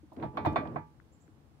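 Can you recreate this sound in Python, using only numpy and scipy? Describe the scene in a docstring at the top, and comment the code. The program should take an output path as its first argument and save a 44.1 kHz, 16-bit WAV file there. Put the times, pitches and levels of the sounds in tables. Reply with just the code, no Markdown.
"""A hand rocks a steel shackle block in the hitch receiver of a bumper, close by, in faint outdoor air.
After a soft pat, the shank knocks in its socket from 0.1 to 0.8 s, each impact setting the steel ringing.
Between knocks it drags, and stick-slip friction makes the bumper rumble; small parts tick. The rumble
dies by 1 s, a distant bird chirps twice, and a last pat and tick come near 1.3 s."""
import sys
import numpy as np
from scipy import signal
from scipy.fft import rfft, irfft
from scipy.io import wavfile
from scipy.ndimage import uniform_filter1d

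SR = 44100
rng = np.random.default_rng(int(sys.argv[2]) if len(sys.argv) > 2 else 0)


def to_wav(s):
    """Save 16-bit WAV."""
    ch = np.atleast_2d(s).T  # columns
    pcm = np.round(np.clip(ch, -1, 1) * 32767)  # PCM
    wavfile.write(sys.argv[1], SR, pcm.astype(np.int16))


N = 70560

# outdoor background (frequency [Hz], relative density [dB])
AIR_SPECTRUM = [(25, -17.5), (69, 3), (144, -2), (289, -10.5), (389, -22), (826, -19.5), (2230, -30),
                (15500, -44)]
# balance of the background (frequency [Hz], left minus right [dB])
AIR_BALANCE = [(80, 19), (650, -3), (15000, -1)]
# balance of the hardware (frequency [Hz], left minus right [dB])
NEAR_BALANCE = [(350, 0.4), (700, -7), (1300, -2), (2400, -4), (4200, -0.5), (6000, -8)]
# likeness of left and right (frequency [Hz], coherence [-1 to 1])
COHERENCE = [(300, 0.75), (650, 0.32), (1400, -0.033), (3000, -0.15)]
# bird chirps (time [s], length [s], start pitch [Hz], end pitch [Hz], level [dB])
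BIRD_CHIRPS = [(1.118, 0.0309, 6470, 7540, -73), (1.201, 0.0333, 6090, 7880, -73.5)]
# pin and shackle contacts
# (time [s], level [dB], centre [Hz], width [octaves], t60 [s], left minus right [dB])
PIN_TICKS = [(0.130, -72, 7000, 3.6, 0.21, -5), (0.166, -58.5, 2100, 0.68, 0.024, -7),
             (0.200, -53.5, 2100, 0.44, 0.015, -8), (0.372, -62, 13500, 0.95, 0.013, -13),
             (0.455, -57.5, 14500, 0.085, 0.04, -30.5), (0.456, -61.5, 7500, .6, 0.066, -20),
             (0.531, -62.5, 4200, 1.7, 0.014, -7), (0.673, -59, 3300, 0.4, .03, -9),
             (1.001, -54.5, 1350, 0.45, 0.0071, 17), (1.280, -59, 1300, 0.45, .008, 8)]
# the shank dragging in its socket (time [s], boom level [dB], groan level [dB])
DRAG_LEVELS = [(0, -64, -90), (0.164, -63.5, -57.5), (0.176, -57.5, -48), (0.248, -39, -39.5),
               (0.293, -45, -56), (0.331, -55, -56.5), (0.354, -52, -47), (0.449, -42.5, -44),
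               (.475, -32.5, -49), (0.523, -36, -39), (0.552, -47, -41), (0.596, -38.5, -37),
               (0.622, -47, -44.5), (0.792, -43.5, -48), (0.842, -56, -69.5), (1.0, -67, -69.5)]
# low boom of dragging (frequency [Hz], relative density [dB])
BOOM_SPECTRUM = [(45, -36), (75, 0), (120, -4), (160, 1.5), (200, -15.5), (1000, -66.5)]
# grit of dragging (frequency [Hz], relative density [dB])
GRIT_SPECTRUM = [(100, -50), (250, 1), (620, -3), (1100, -11), (6000, -50), (15000, -57)]
# bumper resonances (frequency [Hz], width per filter pass [Hz], relative level [dB])
BUMPER_MODES = [(227, 22, -3), (284, 36, -3), (316, 30, 0), (419, 16, -10), (488, 20, -13)]
# the bumper's thump (frequency [Hz], relative density [dB])
THUMP_SPECTRUM = [(30, -33), (65, -17.5), (122, 4.5), (200, -8.5), (305, 6), (420, -12.5), (1200, -36.5),
                  (4000, -74)]
# pats of the hand on the block (time [s], level [dB])
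HAND_PATS = [(0.029, -49), (0.169, -40.5), (1.281, -55)]
# the clank of a knock (frequency [Hz], relative density [dB])
CLANK_SPECTRUM = [(250, -40.5), (480, 3), (690, 6), (1100, 3), (1550, -3.5), (2400, -14), (2800, -22.5),
                  (4300, -29), (5100, -42.5), (10000, -66)]
# modes of block and receiver (frequency [Hz], relative level [dB], t60 [s])
STEEL_MODES = [(420, -6, .27), (859, -2.3, .31), (943, -8, .27), (1168, -2, .35), (1322, -7, .14),
               (1590, -13, .21), (1976, -13.5, .19), (2262, -12.5, .19), (2422, -12.3, .21),
               (3570, -21.5, .15)]
# steel-on-steel impacts (time [s], contact gain [dB], upper hollow pitch [Hz], treble shelf [dB],
# top shelf [dB], thump level [dB], low ring gain [dB], high ring gain [dB])
SHANK_KNOCKS = [(0.119, -46.5, 1030, -20, 25, -55, -61, -68), (0.225, -37, 970, 7, 3.5, -43.5, -47, -57),
                (0.234, -31.5, 921, -17.5, 19.5, -43, -33.5, -41.5),
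                (0.371, -26, 1117, 1.5, 8.5, -44, -31, -38.5), (0.449, -27, 1050, 1, 5.5, -40, -56, -42.5),
                (0.459, -22.5, 956, -5.5, 13, -46, -29, -34), (0.467, -37, 963, 8, 11, -25, -34.5, -50.5),
                (0.5588, -20.5, 1095, 4, 4.5, -32.5, -36, -31.5),
                (0.652, -39, 886, 3, -8, -43, -43.5, -50.5), (0.7595, -30, 1100, 4, -9, -37.5, -37, -45.5)]


def amp(db):
    """Amplitude grows tenfold with every 20 dB."""
    return 10 ** (np.asarray(db) / 20)


def unit(x):
    """Normalisation to an rms of 1."""
    return x / np.sqrt(np.mean(x ** 2) + 1e-20)


def read(points, hz):
    """Interpolation of a table on a log-frequency axis."""
    f, value = np.transpose(points)
    return np.interp(np.log(hz + 1), np.log(f), value)


def sides(db):
    """Constant-power panning: left and right gains for a level difference."""
    gains = amp(np.array([np.atleast_1d(db) / 2, -np.atleast_1d(db) / 2]))
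    return gains / np.sqrt(np.mean(gains ** 2, 0))


def add(mix, start_s, sound):
    """Superposition: a sound adds to the mix from its start time."""
    part = mix[:, max(round(start_s * SR), 0):][:, :sound.shape[1]]
    part += sound[:, :part.shape[1]]


def fade(t, t60):
    """Exponential decay from t = 0, by 60 dB in t60."""
    return np.exp(-np.log(1000) * np.maximum(t, 0) / t60)


def wash(spectrum, balance, size):
    """Partials of random phase sum to coloured noise, partly coherent between left and right."""
    hz = np.fft.rfftfreq(size, 1 / SR)
    left, independent = np.exp(2j * np.pi * rng.random((2, len(hz))))
    coherence = np.clip(read(COHERENCE, hz), -1, 1)
    right = coherence * left + np.sqrt(1 - coherence ** 2) * independent
    return unit(irfft(np.array([left, right]) * amp(read(spectrum, hz)) * sides(read(balance, hz)), size))


def burst(spectrum, envelope):
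    """Amplitude modulation: noise takes the shape and energy of an envelope."""
    return unit(wash(spectrum, NEAR_BALANCE, len(envelope)) * envelope) * np.sqrt(np.mean(envelope ** 2))


def steady(x):
    """Division by the running rms evens out the slow swells of noise."""
    power = np.mean(np.atleast_2d(x) ** 2, 0)
    return x / np.sqrt(uniform_filter1d(uniform_filter1d(power, size=1400), size=700) + 1e-6)


def ears(hz):
    """Interaural level and phase differences of one mode, as two complex gains."""
    spread = np.arccos(np.clip(read(COHERENCE, hz), -1, 1)) * rng.choice([-1, 1])
    phase = 2 * np.pi * rng.random() + np.array([[0], [spread]])
    return sides(read(NEAR_BALANCE, hz)) * np.exp(1j * phase)


def air(level_db=-61):
    """Stationary outdoor noise, strongest in the bass."""
    return amp(level_db) * wash(AIR_SPECTRUM, AIR_BALANCE, N)


def bird(waver_hz=340, pan_db=-7, echo_db=-11 + 14):
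    """Frequency modulation makes thin, wavering upward sweeps; reverberation from trees blurs them."""
    out = np.zeros((2, N))
    for s, length, from_hz, to_hz, db in BIRD_CHIRPS:
        progress = np.linspace(0, 1, round(length * SR))
        waver = unit(uniform_filter1d(rng.standard_normal(N), size=60))[:len(progress)]
        hz = from_hz + (to_hz - from_hz) * np.sqrt(progress) + waver_hz * waver
        envelope = np.sqrt(abs(np.sin(np.pi * progress)))
        add(out, s, amp(db) * sides(pan_db) * envelope * np.sin(2 * np.pi * np.cumsum(hz) / SR))
    echo = rng.standard_normal((2, SR // 2)) * fade(np.arange(SR // 2) / SR, t60=.27)
    echo /= np.linalg.norm(echo[0])
    return out + amp(echo_db) * signal.fftconvolve(out, echo, axes=1)[:, :N]


def ticks(snap_db=3):
    """Impulse response of a small part: a spike and a brief scatter in the same frequency band."""
    out, t = np.zeros((2, N)), np.arange(SR // 5) / SR - .1
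    hz = np.fft.rfftfreq(len(t), 1 / SR) + 1
    for s, db, centre_hz, octaves, t60, pan_db in PIN_TICKS:
        colour = np.exp(-.5 * (np.log2(hz / centre_hz) / octaves) ** 2)
        spike = np.fft.fftshift(irfft(colour, len(t)))
        tail = rng.standard_normal((2, len(t))) * (t > 0) * fade(t, t60)
        scatter = irfft(rfft(tail) * unit(colour), len(t))
        add(out, s + t[0], amp(db) * sides(pan_db) * (amp(snap_db) * spike / spike.max() + scatter))
    return out


def drag(slips_per_s=900, grit_db=-2.5):
    """Stick-slip friction: tiny slips of the shank drive the bumper's resonances, over boom and grit."""
    s, boom_db, groan_db = np.transpose(DRAG_LEVELS)
    t = np.arange(N) / SR
    slips = rng.standard_normal(N) * (rng.random(N) < slips_per_s / SR)
    groan = np.zeros(N)
    for hz, width, db in BUMPER_MODES:
        b, a = signal.iirpeak(hz, hz / width, fs=SR)
        groan += amp(db) * unit(signal.lfilter(b, a, signal.lfilter(b, a, slips)))
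    groan = steady(groan) + amp(grit_db) * wash(GRIT_SPECTRUM, NEAR_BALANCE, N)
    boom = steady(wash(BOOM_SPECTRUM, NEAR_BALANCE, N))
    return amp(np.interp(t, s, groan_db)) * groan + amp(np.interp(t, s, boom_db)) * boom


def thump(t, rise_s=.0035):
    """Transient response: the bumper answers a blow with a dull, damped burst."""
    return burst(THUMP_SPECTRUM, np.minimum(t / rise_s, 1) * fade(t - rise_s, t60=.11))


def pats():
    """Soft contact excites mainly low frequencies, so the hand only thumps."""
    out, t = np.zeros((2, N)), np.arange(SR // 2) / SR
    for s, db in HAND_PATS:
        add(out, s, amp(db) * thump(t))
    return out


def hollow(t, hz, sag_s, peak_s):
    """Heavily damped oscillation: a note of the socket swells, sinks in pitch and is gone."""
    cycles = hz * sag_s * (1 - np.exp(-t / sag_s))
    envelope = (t / peak_s * np.exp(1 - t / peak_s)) ** 2
    return (ears(hz) * np.exp(2j * np.pi * cycles)).real * envelope


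def after_ring(crowd_hz, t):
    """Modal superposition: a crowd of weaker modes shares one decay rate."""
    spectrum = np.zeros((2, len(t) // 2 + 1), complex)
    phasors = np.exp(2j * np.pi * rng.random((2, len(crowd_hz))))
    bins = np.round(crowd_hz * len(t) / SR).astype(int)
    spectrum[:, bins] = phasors * amp(read(CLANK_SPECTRUM, crowd_hz))
    spectrum[:, bins] *= sides(read(NEAR_BALANCE, crowd_hz))
    return unit(irfft(spectrum, len(t))) * fade(t, t60=.19)


def ring(t, low_db, high_db, split_hz=1000, swell_s=.009, scatter_db=1.5):
    """Free vibration of the steel: each mode decays at its own rate; low modes build up more slowly."""
    out = np.zeros((2, len(t)))
    for hz, db, t60 in STEEL_MODES:
        level = amp(db + (low_db if hz < split_hz else high_db) + scatter_db * rng.standard_normal())
        swell = 1 - np.exp(-t / swell_s * (hz / split_hz) ** 2)
        out += level * (ears(hz) * np.exp(2j * np.pi * hz * t)).real * swell * fade(t, t60)
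    return out


def harden(x, treble_db, top_db, treble_hz=1240, top_hz=2760):
    """Contact stiffness, as two shelf filters: a harder contact excites more treble."""
    hz = np.fft.rfftfreq(x.shape[1], 1 / SR)
    shelf = lambda corner: 1 - 1 / (1 + (hz / corner) ** 8)
    return irfft(rfft(x) * amp(treble_db * shelf(treble_hz) + top_db * shelf(top_hz)), x.shape[1])


def knocks(rise_s=.0007, hold_s=.007, crowd_low_hz=544, crowd_high_hz=6275):
    """Impact excitation: each knock gives a clank, two hollow notes, ringing modes and a thump."""
    out, t = np.zeros((2, N)), np.arange(SR // 2) / SR
    steps = np.cumsum(rng.uniform(0.46, 2.2, size=70))
    crowd_hz = crowd_low_hz + (crowd_high_hz - crowd_low_hz) * steps / steps[-1]
    attack, release = np.minimum(t / rise_s, 1), np.minimum(t[::-1] * 10, 1)
    for s, db, upper_hz, treble_db, top_db, thump_db, low_ring_db, high_ring_db in SHANK_KNOCKS:
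        clank = amp(-10.8) * burst(CLANK_SPECTRUM, fade(t - hold_s, t60=.068))
        lower = amp(-1.2) * hollow(t, hz=850, sag_s=.048, peak_s=.007)
        upper = amp(-2.5) * hollow(t, upper_hz, sag_s=.6, peak_s=.004)
        contact = clank + lower + upper + amp(-11) * after_ring(crowd_hz, t)
        steel = amp(db) * contact + ring(t, low_ring_db, high_ring_db)
        steel = harden(steel * attack, treble_db, top_db)
        add(out, s, steel * release + amp(thump_db) * thump(t))
    cluck = amp(-39) * hollow(t, hz=654, sag_s=.3, peak_s=.015)  # the shank settles
    add(out, start_s=.61, sound=cluck)
    return out


def scene():
    """Sound pressures add: the hardware in front, bird and outdoor air behind."""
    return knocks() + pats() + drag() + ticks() + bird() + air()


def record(dry, low_cut_hz=48, edge_hz=15750):
    """Band limiting: the microphone's low cut, then a steep low-pass filter."""
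    dry = signal.sosfilt(signal.butter(2, low_cut_hz, "highpass", fs=SR, output="sos"), dry)
    low_pass = signal.firwin(511, edge_hz, window=("kaiser", 9), fs=SR)
    return signal.oaconvolve(dry, low_pass[None], "same")


dry = scene()
out = record(dry)
to_wav(out)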